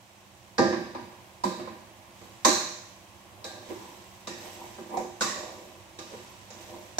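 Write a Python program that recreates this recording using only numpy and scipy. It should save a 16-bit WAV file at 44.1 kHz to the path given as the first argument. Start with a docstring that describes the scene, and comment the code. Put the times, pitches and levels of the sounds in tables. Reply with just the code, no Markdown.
"""In a tiled kitchen, a wooden spatula knocks against a metal pot, twice against a frying pan at the back, and
pushes food around in the pot. Each impact excites the metal's modes, which decay freely and reverberate in the
hard room. The strokes rub out a hollow rasp by stick-slip friction; bubbles bursting on the hot metal give a
faint sizzle that flares as the food is turned. A burner hisses and a fridge hums underneath."""
import sys
import numpy as np
from scipy import signal
from scipy.fft import rfft, irfft, next_fast_len
from scipy.io import wavfile
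from scipy.ndimage import uniform_filter1d

SR = 44100
rng = np.random.default_rng(int(sys.argv[2]) if len(sys.argv) > 2 else 0)


def dump(signal):
    """Clip the signal to [-1, 1] and save it as 16-bit WAV at the path in sys.argv[1]."""
    limited = np.clip(np.atleast_2d(signal).T, -1, 1)
    pcm = np.round(limited * 32767).astype(np.int16)
    wavfile.write(sys.argv[1], SR, pcm)


N = 308259
PADDED = next_fast_len(N + SR // 10)

# spectrum of burner and room: f/Hz, level/dB
BURNER_SPECTRUM = [(25, -35), (55, -10), (110, 1), (150, -10), (205, -7.5), (290, -12), (350, -2),
                   (430, -19.5), (510, -7.5), (1080, -6), (1280, -16.5), (2700, -15.5), (4500, -23.5),
                   (15500, -30.5)]
# partials of the fridge's hum: f/Hz, level/dB
FRIDGE_PARTIALS = [(99, -69), (196, -66), (352, -79)]
# spectrum of the tiny bubbles: f/Hz, level/dB
FIZZ_SPECTRUM = [(800, -7), (2000, 1), (3000, 1), (5000, -3.5), (5700, -1.5), (6050, -1), (6500, -4),
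                 (7500, -3), (8200, -3.5), (9500, -16.5), (12000, -13.5), (15500, -21)]
# spectrum of the larger, spitting bubbles: f/Hz, level/dB
SPIT_SPECTRUM = [(1000, -25), (2500, -36), (8000, -7), (12000, 19), (15500, 12)]
# fresh food is turned onto the hot metal: t/s, peak sizzle level/dB
FOOD_TURNS = [(2.1, -56.5), (3.58, -51), (4.32, -48), (5.3, -55), (6.02, -52), (6.5, -52)]
# bands of an impact: lower f/Hz, upper f/Hz, rise/s, clack over tail/dB, T60/s, share of the blow/dB
IMPACT_BANDS = [(79, 482, 0.0091, -5, 0.58, 1.5), (497, 1770, 0.0023, 5.5, 0.75, -1),
                (1340, 3340, 0.00044, -11, 0.84, -5), (3740, 7140, 0.000093, 0, 0.81, -0.1),
                (8150, 14600, 0.0016, -6, 0.63, -2)]
# bare wood strikes the wall: t/s, force/dB, hardness/(dB per octave), contact cut-off f/Hz,
# brightest f/Hz, modes over clatter/dB, spot f/Hz, spot over force/dB, wall f/Hz, wall over force/dB
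BARE_KNOCKS = [ (0.581, -36, 0.83, 6800, 4880, 7, 1558, 6, 1777, 8.5),
               (1.437, -40.5, -1.1, 15200, 4530, -0.5, 994, 20.5, 3900, 0.5),
               (2.448, -28, 1.6, 9900, 6470, 0, 1062, 15, 4140, 7.5),
               (3.443, -49, 2.17, 8800, 4020, 0.5, 480, 5, 1676, 3),
               (4.272, -44, 0.23, 9000, 2730, -10, 324, -16, 1820, 2.5),
               (4.970, -46.5, -1.65, 16000, 6500, -6, 760, 23, 364, -8),
               (5.208, -35.5, 0.63, 10300, 7200, -19, 1430, 9.5, 1124, 7.5),
               (5.219, -41, 3, 8400, 2730, -24, 1130, 14.5, 1860, 10),
               (5.988, -50, 1, 8900, 2870, -3, 337, 7, 1150, -6),
               (6.504, -54.5, 1, 7000, 6700, -19, 497, -3, 6000, -17),
               (6.984, -35.5, 0.46, 14900, 6000, 1, 720, 13.5, 1630, -1)]
# dull blows shake the whole pot: t/s, force/dB, contact cut-off f/Hz, spot f/Hz, spot over force/dB
CUSHIONED_BUMPS = [(0.589, -26.5, 1000, 525, 10.5), (0.725, -38.5, 3300, 1130, 6),
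                   (0.948, -46, 4200, 980, 14), (0.995, -61, 4220, 970, 15), (1.115, -67.5, 4200, 920, 16),
                   (1.452, -45.5, 5000, 201.6, 20), (1.595, -47, 3430, 625, 6),
                   (1.674, -50, 3200, 1034, 15), (2.212, -60, 4940, 454, 11), (2.484, -46, 6500, 337, 26),
                   (3.716, -55, 3600, 358, 24), (3.768, -64, 3400, 363, 21.5), (4.783, -49, 1730, 390, 6),
                   (6.135, -55.5, 2200, 423, 12)]
# resolved modes of the pot: f/Hz, relative level/dB, T60/s
POT_MODES = [(186.6, -12.5, 1), (249, -8, 0.46), (332.2, 3.5, 0.46), (356.4, 3.5, 0.55), (519, 0, 0.29),
             (530, 3.5, 0.35), (614, -5, 0.74), (644, -4, 0.44), (795, 3.5, .42), (1007, -9, .8),
             (1199, -1.5, .5), (1600, -3.5, .65), (1712, -18, .75), (1820, -13, .7), (4016, -17.5, 0.67),
             (4480, -11, 0.57), (5600, -36, 0.78), (6340, -17.5, 0.77), (7050, -29, 0.56)]
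# crowded, unresolved modes of pot and stove: f/Hz, bandwidth/Hz, level/dB
MODE_CLUSTERS = [(216, 115, 20.5), (353, 71, 19.5), (502, 83, 13), (609, 68, 13), (770, 76, 9.5),
                 (982, 226, 17.5), (1174, 71, 16.5), (1780, 460, 5), (2350, 780, 9.5), (3773, 610, 8.5),
                 (4170, 330, -3), (5240, 890, 4), (5680, 60, 9), (6150, 250, 4.5), (7200, 500, 3)]
# broad spectrum of the clatter: f/Hz, level/dB
CLATTER_SPECTRUM = [(90, 7.5), (145, 3), (220, 5), (800, -2), (1200, -9), (1450, -4), (3350, -7.5),
                    (4200, -2), (6000, -5.5), (7800, -7.5), (9200, -22), (15500, -23)]
# pushes through the food: peak pressure t/s, length/s, level/dB, rasp f/Hz
SPATULA_PUSHES = [(3.584, 0.48, -49, 720), (3.713, 0.045, -37, 470), (3.862, 0.31, -50, 890),
                  (4.468, 0.2, -46.5, 780), (4.636, 0.17, -43.5, 800), (4.846, 0.065, -54, 390),
                  (4.957, 0.11, -33, 830), (5.0, 0.089, -34, 570), (5.375, 0.035, -38.5, 620),
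                  (5.443, 0.2, -42, 686), (5.581, 0.35, -49, 570), (6.14, 0.077, -43.5, 490),
                  (6.318, 0.33, -55.5, 990), (6.603, .18, -51.5, 730), (6.751, 0.17, -43.5, 634)]
# spectrum of the friction: f/Hz, level/dB
RASP_SPECTRUM = [(70, -5), (190, -8), (350, -0.5), (1080, -3), (1320, -20), (2200, -8), (4000, -30),
                 (9000, -17)]
# coherence of the room's field between two microphones: f/Hz, correlation
COHERENCE = [(100, 1), (350, 0.85), (650, 0.71), (1200, 0), (2500, 0.092), (15000, 0)]
# imbalance of the microphone ports: f/Hz, left over right level/dB
PORT_BALANCE = [(60, -10.5), (180, -6), (350, -4.5), (1000, -1.5), (2000, -2.4), (4000, -2), (5000, -3),
                (6500, -7.5), (8000, -6), (9000, 10), (10000, 5.5), (11500, 5), (15000, -2)]


def gain_of(db):
    """Amplitude ratio of a level in decibels."""
    return 10 ** (np.asarray(db) / 20)


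def unit_rms(x):
    """Normalisation to rms 1."""
    return x / np.sqrt(np.mean(x ** 2) + 1e-20)


def curve_at(points, hz):
    """Interpolation on a log-frequency axis."""
    f, value = np.transpose(points)
    return np.interp(np.log(hz + 1), np.log(f + 1), value)


def add(mix, s, sound):
    """Superposition of a stereo sound starting at time s."""
    part = mix[:, round(s * SR):][:, :sound.shape[1]]
    part += sound[:, :part.shape[1]]


def freqs(size):
    """Frequencies of the Fourier bins."""
    return np.fft.rfftfreq(size, 1 / SR)


def colour(x, spectrum):
    """Linear filtering by a tabulated spectrum, scaled to rms 1."""
    size = x.shape[-1]
    return unit_rms(irfft(rfft(x) * gain_of(curve_at(spectrum, freqs(size))), size))


def resonance(hz, centre, width):
    """Lorentzian resonance curve, 1 at its centre."""
    return 1 / (1 + (2 * (hz - centre) / width) ** 2)


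def diffuse(size):
    """Noise spectra of a diffuse field at two points: coherent in the bass, unrelated in the treble."""
    left, unrelated = rfft(rng.standard_normal((2, size)))
    coherence = curve_at(COHERENCE, freqs(size))
    return np.array([left, coherence * left + np.sqrt(1 - coherence ** 2) * unrelated])


def steadied(x, size):
    """Division by the running rms evens out swells longer than size samples."""
    return x / np.sqrt(abs(uniform_filter1d((x ** 2).mean(0), size)) + 1e-20)


def burner(level_db=-53):
    """Stationary broadband noise: the burner's hiss as a diffuse field."""
    return gain_of(level_db) * colour(irfft(diffuse(N), N), BURNER_SPECTRUM)


def fridge(t, waver_rad=1.02):
    """Slow random phase modulation makes each partial of the hum waver."""
    out = 0
    for hz, db in FRIDGE_PARTIALS:
        drift = np.interp(t, np.linspace(0, t[-1], 70), rng.standard_normal(70))
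        out = out + gain_of(db) * np.sqrt(2) * np.sin(2 * np.pi * hz * t + waver_rad * drift)
    return out


def grains(per_s, spread_db, dying_s, room_db, room_t60=0.52):
    """Shot noise: random tiny bursts of uneven size, each with a room tail, add in power."""
    sizes = gain_of(spread_db * np.minimum(rng.exponential(1, N), 4))
    impulses = sizes * (rng.random(N) < per_s / SR)
    t = np.arange(SR // 2) / SR
    burst = np.exp(-t / dying_s) + gain_of(room_db - 60 * t / room_t60)
    power = abs(signal.fftconvolve(impulses ** 2, burst ** 2)[:N])
    return np.sqrt(power) * irfft(diffuse(N), N)


def sizzle(t, simmer_db=-61, flare_s=0.12, fade_s=0.51, spits_db=-11.5):
    """Bursting bubbles are incoherent sources: each turn of the food adds its power to the simmer."""
    power = gain_of(simmer_db) ** 2
    for s, db in FOOD_TURNS:
        age = t - s
        flare = np.clip(age / flare_s, 0, 1) * np.exp(-np.maximum(age - flare_s, 0) / fade_s)
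        power = power + (gain_of(db) * flare) ** 2
    fizz = colour(grains(per_s=2000, spread_db=1, dying_s=0.0025, room_db=-18), FIZZ_SPECTRUM)
    spits = colour(grains(per_s=45, spread_db=-0.5, dying_s=0.0022, room_db=-11), SPIT_SPECTRUM)
    return np.sqrt(power) * (fizz + gain_of(spits_db) * spits)


def blow_levels(force_db, hardness_db, cutoff_hz):
    """Impact spectrum by band: hardness tilts it to the treble, finite contact time cuts off the top."""
    lo, hi, *_, share_db = np.transpose(IMPACT_BANDS)
    hz = np.sqrt(lo * hi)
    contact_loss_db = 10 * np.log10(1 + (hz / cutoff_hz) ** 8)
    return force_db + share_db + hardness_db * np.log2(hz / 1000) - contact_loss_db


def pot_db(hz):
    """Modal overlap: crowded modes merge into broad peaks that colour knocks and strokes."""
    return sum(db * resonance(hz, f, width) for f, width, db in MODE_CLUSTERS)


def clatter(t, levels_db, bright_hz, clack_s=0.0095):
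    """Dense modes sound as noise: a hard clack, then reverberation that builds slowest in the bass."""
    hz = freqs(len(t))
    bright_db = 9 * resonance(hz, bright_hz, 0.23 * bright_hz)
    field = diffuse(len(t)) * gain_of(curve_at(CLATTER_SPECTRUM, hz) + pot_db(hz) + bright_db)
    out = 0
    for (lo, hi, rise_s, clack_db, t60, _), db in zip(IMPACT_BANDS, levels_db):
        band = 1 / np.sqrt((1 + (lo / (hz + 1)) ** 16) * (1 + (hz / hi) ** 16))
        clack = gain_of(clack_db) * np.exp(-(t / clack_s) ** 2)
        envelope = (1 - np.exp(-t / rise_s)) * (clack + gain_of(-60 * t / t60))
        out = out + gain_of(db) * envelope * steadied(irfft(field * band, len(t)), size=1800)
    return out


def tock(t, hz, dying_s=0.012, room_db=-15, room_t60=0.7):
    """Damping by the wood leaves the struck spot one broad, short resonance, which the room prolongs."""
    f = freqs(len(t))
    outline = resonance(f, hz, 0.11 * hz) * f ** 2 / (f ** 2 + (0.53 * hz) ** 2)
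    tone = steadied(irfft(diffuse(len(t)) * outline, len(t)), size=900)
    rise = 1 - np.exp(-t / (0.0014 + 0.5 / hz))  # a low pitch needs longer to build
    return tone * rise * (np.exp(-t / dying_s) + gain_of(room_db - 60 * t / room_t60))


def mode_bank(t, rise_cycles=3.3, waver=0.16):
    """The pot's normal modes as decaying phasors; reflections make each swell in and waver."""
    bank = []
    for hz, db, t60 in POT_MODES:
        channel_phase = np.arccos(curve_at(COHERENCE, hz)) * np.array([[0], [1]])
        drift = unit_rms(signal.resample(rng.standard_normal((2, 30)), len(t), axis=1))
        envelope = gain_of(db - 60 * t / t60) * (1 - np.exp(-t * hz / rise_cycles)) * (1 + waver * drift)
        bank.append(envelope * np.exp(1j * (2 * np.pi * hz * t + channel_phase)))
    return np.array(bank)


def ring(bank, levels_db, spot_hz, wall_hz=None):
    """Modal excitation: each mode takes the blow's level in its band, more near spot and wall pitch."""
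    hz = np.transpose(POT_MODES)[0]
    band = np.searchsorted(np.transpose(IMPACT_BANDS)[1], hz)
    level_db = levels_db[band] + 7 * resonance(hz, spot_hz, spot_hz / 10)
    if wall_hz:
        level_db = level_db + 14 * resonance(hz, wall_hz, wall_hz / 10)
    phasors = np.exp(2j * np.pi * rng.random(len(hz)))
    return np.tensordot(gain_of(level_db) * phasors, bank, 1).real


def shimmer(t, hz, relative_width=0.15, rise_s=0.077, t60=0.62):
    """Close wall modes merge into narrow-band noise that swells just after the blow and sings on."""
    crowd = 1 / (1 + (2 * (freqs(len(t)) / hz - 1) / relative_width) ** 4)
    tone = steadied(irfft(diffuse(len(t)) * crowd, len(t)), size=2500)
    return tone * (1 - np.exp(-t / rise_s)) * gain_of(-60 * t / t60)


def impacts(bump_ring_db=-4):
    """Free vibration after impact: each blow clatters, tocks and rings; bare knocks also shimmer."""
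    out, t = np.zeros((2, N)), np.arange(32768) / SR
    bank = mode_bank(t)
    for (s, force_db, hardness_db, cutoff_hz, bright_hz, ring_db,
         spot_hz, spot_db, wall_hz, wall_db) in BARE_KNOCKS:
        levels_db = blow_levels(force_db, hardness_db, cutoff_hz)
        add(out, s, clatter(t, levels_db, bright_hz))
        add(out, s, gain_of(force_db + spot_db) * tock(t, spot_hz))
        add(out, s, gain_of(ring_db) * ring(bank, levels_db, spot_hz, wall_hz))
        add(out, s, gain_of(force_db + wall_db) * shimmer(t, wall_hz))
    for s, force_db, cutoff_hz, spot_hz, spot_db in CUSHIONED_BUMPS:
        levels_db = blow_levels(force_db, hardness_db=-1.5, cutoff_hz=cutoff_hz)
        add(out, s, clatter(t, levels_db, bright_hz=4670))
        add(out, s, gain_of(force_db + spot_db) * tock(t, spot_hz))
        add(out, s, gain_of(bump_ring_db) * ring(bank, levels_db, spot_hz))
    return out


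def stirring(build_share=0.4):
    """Stick-slip friction of wood on the pot's floor, filtered by the resonances of the hollow pot."""
    slips = grains(per_s=830, spread_db=2, dying_s=0.0047, room_db=-31)
    out, hz = np.zeros((2, N)), freqs(SR)
    t = np.arange(SR) / SR - 0.5  # one second centred on the peak pressure
    for s, length_s, db, pitch_hz in SPATULA_PUSHES:
        focus_db = 11 * resonance(hz, pitch_hz, 0.49 * pitch_hz)
        response = gain_of(curve_at(RASP_SPECTRUM, hz) + pot_db(hz) + focus_db)
        start = rng.integers(N - SR)
        rasp = irfft(rfft(slips[:, start:start + SR]) * response, SR)
        u = t / length_s  # the pressure builds while u < 0, then eases off
        pressure = np.exp(-np.where(u < 0, (u / build_share) ** 2, u / (1 - build_share)))
        add(out, s - 0.5, gain_of(db) * pressure * steadied(rasp, size=2000))
    return out


def tiles(x, echo_db=-8, latest_s=0.012, mirror_hz=1500, count=10):
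    """Comb filtering: treble mirrored by tiles and cooker hood interferes with the direct sound."""
    hz = freqs(PADDED)
    delays = rng.uniform(latest_s / 10, latest_s, (count, 2, 1))
    echoes = sum(np.exp(-2j * np.pi * hz * delay) for delay in delays) / np.sqrt(count)
    share = gain_of(echo_db) * hz ** 2 / (hz ** 2 + mirror_hz ** 2)
    response = (1 + share * echoes) / np.sqrt(1 + share ** 2)
    return irfft(rfft(x, PADDED) * response, PADDED)[:, :N]


def scene():
    """Superposition of knocks, strokes, sizzle, burner and fridge between hard walls."""
    t = np.arange(N) / SR
    cooking = impacts() + stirring() + sizzle(t)
    rise = gain_of(-3.5 * np.maximum(1 - t / 1.1, 0))  # the background comes up over the first 1.1 s
    return tiles(cooking + rise * (burner() + fridge(t)))


def record(dry):
    """Frequency response: each microphone port colours its channel; a low-pass limits the band."""
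    lean_db = curve_at(PORT_BALANCE, freqs(PADDED)) * np.array([[0.5], [-0.5]])
    heard = irfft(rfft(dry, PADDED) * gain_of(lean_db), PADDED)[:, :N]
    low_pass = signal.firwin(511, cutoff=15850, window=("kaiser", 9), fs=SR)
    return signal.oaconvolve(heard, low_pass[None], "same", axes=1)


dry = scene()
out = record(dry)
dump(out)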